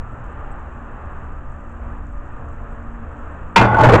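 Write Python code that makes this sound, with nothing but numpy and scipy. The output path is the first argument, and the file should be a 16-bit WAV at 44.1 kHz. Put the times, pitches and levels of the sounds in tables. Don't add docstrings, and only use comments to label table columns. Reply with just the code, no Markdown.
import sys
import numpy as np
from scipy import signal
from scipy.fft import rfft, irfft, next_fast_len
from scipy.io import wavfile
from scipy.ndimage import map_coordinates

SR = 44100
rng = np.random.default_rng(int(sys.argv[2]) if len(sys.argv) > 2 else 0)


def gain_from_decibels(decibels):
    exponent = np.asarray(decibels, float) / 20
    return 10 ** exponent


def generate_wav(signal):
    frames = np.transpose(np.atleast_2d(signal))
    scaled = np.clip(frames, -1, 1) * 32767
    pcm = np.round(scaled).astype(np.int16)
    wavfile.write(sys.argv[1], SR, pcm)


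N = 176400

# freq_hz, density_db [dB per Hz]
HISS = [(2650, -37), (4500, -14), (5180, -12.5), (5910, -5), (7220, 3.5), (8090, 5), (8580, -4.5),
        (11200, -46), (18900, -120)]


def unit(x):
    return x / np.sqrt(np.mean(x ** 2) + 1e-20)


def along(points, hz):
    f, v = np.transpose(points)
    return np.interp(np.log(hz + 1), np.log(f + 1), v)


def curves(rows):
    s, *cols = np.transpose(rows)
    return [np.interp(np.arange(N) / SR, s, c) for c in cols]


def wobble(rate_hz):
    knots = rng.standard_normal(int(N * rate_hz / SR) + 4)
    return map_coordinates(knots, [np.arange(N) * rate_hz / SR])


def filtered(x, response):
    m = next_fast_len(N + SR // 2)
    return irfft(rfft(x, m) * response(np.fft.rfftfreq(m, 1 / SR)), m)[..., :N]


def noise(spectrum):
    return unit(filtered(rng.standard_normal(N), lambda hz: gain_from_decibels(along(spectrum, hz))))


def line(centre_hz, width_hz):
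    return unit(filtered(rng.standard_normal(N), lambda f: np.exp(-((f - centre_hz) / width_hz) ** 2)))


def traffic():
    # freq_hz, density_db [dB per Hz]
    spectrum = [(110, -37), (180, -9), (234, -3.5), (426, -9), (1190, -5), (1790, -12.5), (2110, -24.5),
                (2640, -24.5), (5000, -61), (6500, -93.5), (11000, -120)]
    # time_s, level_db
    level = [
        (0.0, -41.5),
        (0.51, -39),
        (1.18, -42),
        (2.34, -40.5),
        (2.42, -40),
        (3.5, -41.5),
    ]
    t = np.arange(N) / SR
    level_db, = curves(level)
    far = gain_from_decibels(level_db + 1.75 * wobble(5.65)) * noise(spectrum)
    car_at_s, car_spread_s, car_db = 0.5, 0.18, -45.5
    car = gain_from_decibels(car_db) * np.exp(-((t - car_at_s) / car_spread_s) ** 2) * line(814, 76)
    return far + car


def wind():
    # freq_hz, density_db [dB per Hz]
    spectrum = [(4.7, -25.5), (8.0, 6.5), (35, 1.5), (81, -3), (101, -11.5), (128, -11), (200, -27.5),
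                (220, -22), (290, -37), (480, -120)]
    # time_s, level_db
    gusts = [(0.0, -21), (0.01, -32), (1.04, -36), (1.14, -30.5), (1.66, -37), (1.71, -33), (2.17, -31),
             (2.23, -35.5), (2.8, -31.5), (3.39, -36.5), (3.42, -28), (3.5, -42)]
    gust_db, = curves(gusts)
    return gain_from_decibels(gust_db + 2.13 + wobble(8.4)) * noise(spectrum)


def neighbour():
    # freq_hz, level_db, swell_db
    fan_lines = [(76.3, -41.5, 0)]
    # time_s, pitch_hz, level_db
    drone = [(0.0, 234, -43), (0.01, 230, -50), (0.05, 231.1, -48.5), (0.52, 237, -54.5),
             (0.81, 232.3, -47), (1.09, 228.2, -54.5), (1.27, 234.8, -49.5), (1.47, 235.8, -56.5),
             (1.56, 231.3, -50.5), (1.89, 231.8, -42.5), (2.26, 231.8, -51.5), (3.04, 232.1, -41.5),
             (3.09, 230.3, -58), (3.19, 237, -43.5), (3.34, 236, -58.5), (3.5, 232.5, -46.5)]
    # time_s, pitch_hz, level_db
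    mains = [(0.0, 120, -40.5), (0.38, 119.8, -46), (0.6, 119.5, -59), (0.9, 118.3, -44.5),
             (1.15, 119.2, -52), (1.45, 119.2, -44.5), (1.7, 118.1, -53), (1.88, 118.8, -45),
             (2.1, 120.4, -58), (2.4, 119, -44), (2.7, 118.5, -58), (3.5, 119, -52.5)]
    # order [multiple of shaft rate], level_db
    shaft_orders = [(3, -52), (5.04, -52.5), (6, -59.5), (8, -58.5), (9, -58.5), (10, -55), (12, -62),
                    (20.2, -59.5), (21.2, -54), (23, -56)]
    shaft_hz, shaft_width_hz = 57.4, 1.1
    t = np.arange(N) / SR
    tones = np.zeros(N)
    for hz, db, swell_db in fan_lines:
        tones += gain_from_decibels(db + swell_db * wobble(7.08)) * np.sin(2 * np.pi * hz * t + 0.59 * wobble(3.2))
    for rows in (drone, mains):
        hz, db = curves(rows)
        tones += gain_from_decibels(db) * np.sin(2 * np.pi * np.cumsum(hz) / SR)
    shaft = sum(gain_from_decibels(db) * line(k * shaft_hz, shaft_width_hz * k ** .5) for k, db in shaft_orders)
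    return np.sqrt(2) * tones + shaft


def camera():
    hiss_db, tick_db, fizz_db = -75, -74.5, -66.5
    tick_rate_hz, tick_start_s = 90.9, .0015
    fizz_rate_hz, fizz_start_s, fizz_s = 5, .113, 0.022
    t, ticks = np.arange(N) / SR, np.zeros(N)
    at_s = np.arange(tick_start_s, N / SR, 1 / tick_rate_hz)
    ticks[(at_s * SR).astype(int)] = gain_from_decibels(3.1 * rng.standard_normal(len(at_s)))
    ticks = unit(filtered(ticks, lambda hz: gain_from_decibels(along(HISS, hz))))
    turn = (t - fizz_start_s) * fizz_rate_hz + 1
    size = gain_from_decibels(2.5 * rng.standard_normal(int(turn.max()) + 1))[turn.astype(int)]
    swell = np.sin(np.pi * np.clip(turn % 1 / fizz_rate_hz / fizz_s, 0, 1))
    fizz = size * swell * line(7980, 450)
    hiss = gain_from_decibels(hiss_db + 1.4 * wobble(30)) * noise(HISS)
    return hiss + gain_from_decibels(tick_db) * ticks + gain_from_decibels(fizz_db) * fizz


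def slam():
    # freq_hz, density_db [dB per Hz]
    spectrum = [(300, -10), (1600, 2.5), (2800, -1), (4000, -24), (8000, -31), (10000, -47)]
    # freq_hz, level_db, t60_s
    steel = [(1120, -2, .14), (1491, -5, .15), (1700, 0, .04), (2110, -7, .35), (2417, -6, .25),
             (2649, -5, .22), (3305, -17, .15), (3500, -22, .45), (4670, -30, .36), (5580, -46, .5),
             (6300, -44, .5)]
    slam_s, attack_s = 3.5578, .004
    crash_db, crash_t60_s, steel_db = -4, 0.14, -9
    t = np.maximum(np.arange(N) / SR - slam_s, 0)
    ring = sum(gain_from_decibels(steel_db + db - 60 * t / t60_s) * np.sin(2 * np.pi * hz * t) for hz, db, t60_s in steel)
    crash = gain_from_decibels(crash_db - 60 * t / crash_t60_s) * noise(spectrum)
    return np.clip(t / attack_s, 0, 1) ** 2 * (crash + ring)


def power_on():
    return np.clip((np.arange(N) / SR - 3.5585) / 0.024, 0, 1)


def motor():
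    # time_s, pitch_hz, level_db
    groan_track = [
        (3.57, 118, -34),
        (3.61, 118.5, -11),
        (3.66, 115.9, -18.5),
        (3.72, 113.7, -24),
        (3.79, 114.5, -25.5),
        (3.84, 118.1, -10.5),
        (3.9, 122.6, -11.5),
        (3.94, 101.5, -12.5),
        (4.0, 114.4, -13.5),
    ]
    # multiple, level_db
    orders = [(2, -16), (3, -23), (4, -23), (5, -24)]
    air_db, air_from_s, air_rise_s = -53, 3.73, 0.074
    hz, level_db = curves(groan_track)
    phase = 2 * np.pi * np.cumsum(hz) / SR
    groan = gain_from_decibels(3.5 * wobble(35)) * np.sin(phase)
    for k, db in orders:
        groan += gain_from_decibels(db + 4.4 * wobble(40)) * np.sin(k * phase + rng.uniform(0, 2 * np.pi))
    air = gain_from_decibels(air_db) * np.clip((np.arange(N) / SR - air_from_s) / air_rise_s, 0, 1) * noise(HISS)
    return air + power_on() * np.sqrt(2) * gain_from_decibels(level_db) * groan


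def cabinet():
    # time_s, level_db
    shaking = [
        (3.57, -9.5),
        (3.716, -15.5),
        (3.762, -14),
        (3.80, -11),
        (3.852, -8.5),
        (3.882, -13.5),
        (3.905, -14.5),
        (3.946, -8),
        (3.968, -17.5),
    ]
    # freq_hz, width_hz, level_db
    modes = [(562, 163, -5.5), (873, 57, 3), (1101, 38.4, 1), (1460, 69, -0.5), (2010, 21, -12.5),
             (2730, 20.5, -26.5), (3060, 21, -25), (3290, 32, -34), (3400, 11, -24), (4270, 120, -53.5),
             (5000, 28, -48), (5510, 30, -52), (6330, 64, -52.5), (6620, 78, -50.5)]
    # freq_hz, density_db [dB per Hz]
    panel = [(35, -23.5), (60, 4.5), (584, -4), (879, 1), (1320, -13), (1520, -15), (2300, -19),
             (3520, -32.5), (4200, -53), (5460, -87), (9240, -120)]
    # freq_hz, density_db [dB per Hz]
    thud = [(20, -3), (35, 1.5), (75, -13), (95, -18), (140, -65)]
    panel_db, thud_db = -1, -18

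    def resonances(f):
        total = 0
        for k, (hz, width_hz, db) in enumerate(modes):
            total = total + (-1) ** k * gain_from_decibels(db) * 1j * f * width_hz / (hz * hz - f * f + 1j * f * width_hz)
        return total

    shake_db, = curves(shaking)
    rattle = unit(filtered(rng.standard_normal(N), resonances))
    rattle = rattle + gain_from_decibels(panel_db) * noise(panel) + gain_from_decibels(thud_db) * noise(thud)
    return power_on() * gain_from_decibels(shake_db - 5.0 + 1.55 * wobble(60)) * rattle


def bangs():
    # start_s, blow_db, ring_hz, ring_db, ring_t60_s
    blows = [(3.5605, -5.5, 930.3, 8, 0.074), (3.563, -14, 202.3, -7.5, 0.38),
             (3.588, -8.5, 914, -1, 0.099), (3.610, -5, 898, -5.5, 0.17), (3.625, -10.5, 1460, -7, 0.089),
             (3.645, -8.5, 607, -9, 0.15), (3.6526, -12.5, 862, -11, 0.41), (3.741, -17, 1483, -8.5, 0.086),
             (3.7672, -15, 887, -5.5, 0.13), (3.786, -14.5, 813, -3.5, 0.1), (3.803, -12, 881, -5, 0.22),
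             (3.8135, -11, 904, -10, 0.12), (3.8345, -1.5, 610, 5, 0.079), (3.8435, -1.5, 863, -2, .1),
             (3.8635, -11, 550, -19, 0.1), (3.886, -3, 771.7, 3, 0.064), (3.894, -5.5, 593, -6, 0.035),
             (3.909, -11.5, 417, -4, 0.11), (3.92, -9, 472.3, 2, 0.12), (3.933, 0.5, 489, 2, 0.08),
             (3.952, -0.5, 986, -5, 0.056), (3.98, -8.5, 422, -10, .1)]
    # freq_hz, density_db [dB per Hz]
    spectrum = [(60, 3), (300, 4), (1200, 0.5), (2500, -16.5), (4000, -34.5), (8000, -67.5)]
    blow_t60_s, blow_attack_s, ring_attack_s = 0.088, 0.0021, 0.0054
    rough_rad, rough_hz = 0.72, 69.7
    out, t = np.zeros(N + SR), np.arange(SR // 2) / SR
    crash = noise(spectrum)
    for k, (start_s, db, hz, ring_db, t60_s) in enumerate(blows):
        blow = gain_from_decibels(db - 60 * t / blow_t60_s) * (1 - np.exp(-t / blow_attack_s))
        blow = blow * crash[k * 4000:][:len(t)]
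        phase = 2 * np.pi * hz * t + rough_rad * wobble(rough_hz)[:len(t)]
        ring = gain_from_decibels(ring_db - 60 * t / t60_s) * (1 - np.exp(-t / ring_attack_s)) * np.sin(phase)
        out[round(start_s * SR):][:len(t)] += blow + ring
    return out[:N]


def crackle():
    # start_s, peak_db
    snaps = [(3.582, -15), (3.5851, -18), (3.5896, -24), (3.5947, -23.5), (3.597, -19), (3.601, -22),
             (3.6049, -33), (3.6096, -32.5), (3.6131, -20.5), (3.617, -26.0), (3.62, -29.0), (3.627, -21),
             (3.636, -28.0), (3.6453, -29.0), (3.6489, -38), (3.6531, -35), (3.6637, -38), (3.6904, -42.5),
             (3.7696, -37), (3.788, -35), (3.7943, -39), (3.7982, -33), (3.81, -27), (3.8153, -35.0),
             (3.8174, -38.0), (3.826, -32), (3.832, -38.0), (3.8352, -24), (3.838, -23), (3.846, -25.0),
             (3.8518, -36.0), (3.8552, -27), (3.8615, -39.0), (3.8651, -33), (3.8786, -39.0),
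             (3.8813, -33.5), (3.8887, -28), (3.8918, -34), (3.896, -27), (3.8995, -33), (3.9093, -30),
             (3.9185, -33.0), (3.9223, -33), (3.926, -28), (3.9279, -33), (3.9313, -25), (3.9345, -19.0),
             (3.9398, -25), (3.9432, -19), (3.9524, -21), (3.9566, -23), (3.9607, -37.0), (3.9635, -36.5),
             (3.979, -34)]
    # freq_hz, density_db [dB per Hz]
    spectrum = [(1200, -15), (3000, 6.5), (5500, -10.5), (8200, -10.5), (10000, -11), (15000, -3)]
    gain_db, t60_s = 6.5, 0.0047
    t = np.arange(N) / SR
    envelope = np.zeros(N)
    for start_s, db in snaps:
        envelope += (t > start_s) * gain_from_decibels(db + gain_db - 60 * np.maximum(t - start_s, 0) / t60_s)
    return envelope * noise(spectrum)


def scene():
    ambience = traffic() + wind() + neighbour() + camera()
    startup = slam() + motor() + cabinet() + bangs() + crackle()
    return (ambience + startup)[None]


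def roll_off(x):
    return signal.sosfilt(signal.butter(12, 15830, fs=SR, output="sos"), x)


def record(dry):
    soft_top, hardness, clip_top = .75, 20, .712
    band_hz, leak_db = 7880, -27
    converter_hz, image_db = 16000, -33
    t = np.arange(N) / SR
    dry = dry * np.clip(0.62 + t / .004, 0, 1)
    x = dry / (1 + np.abs(dry / soft_top) ** hardness) ** (1 / hardness)
    x = filtered(x, lambda hz: gain_from_decibels(leak_db) + 1 / (1 + (hz / band_hz) ** 24))
    flat = np.clip(x, -clip_top, clip_top)
    image = (x - flat) * np.cos(2 * np.pi * converter_hz * t)
    return roll_off(flat + gain_from_decibels(image_db) * image)


dry = scene()
out = record(dry)
generate_wav(out)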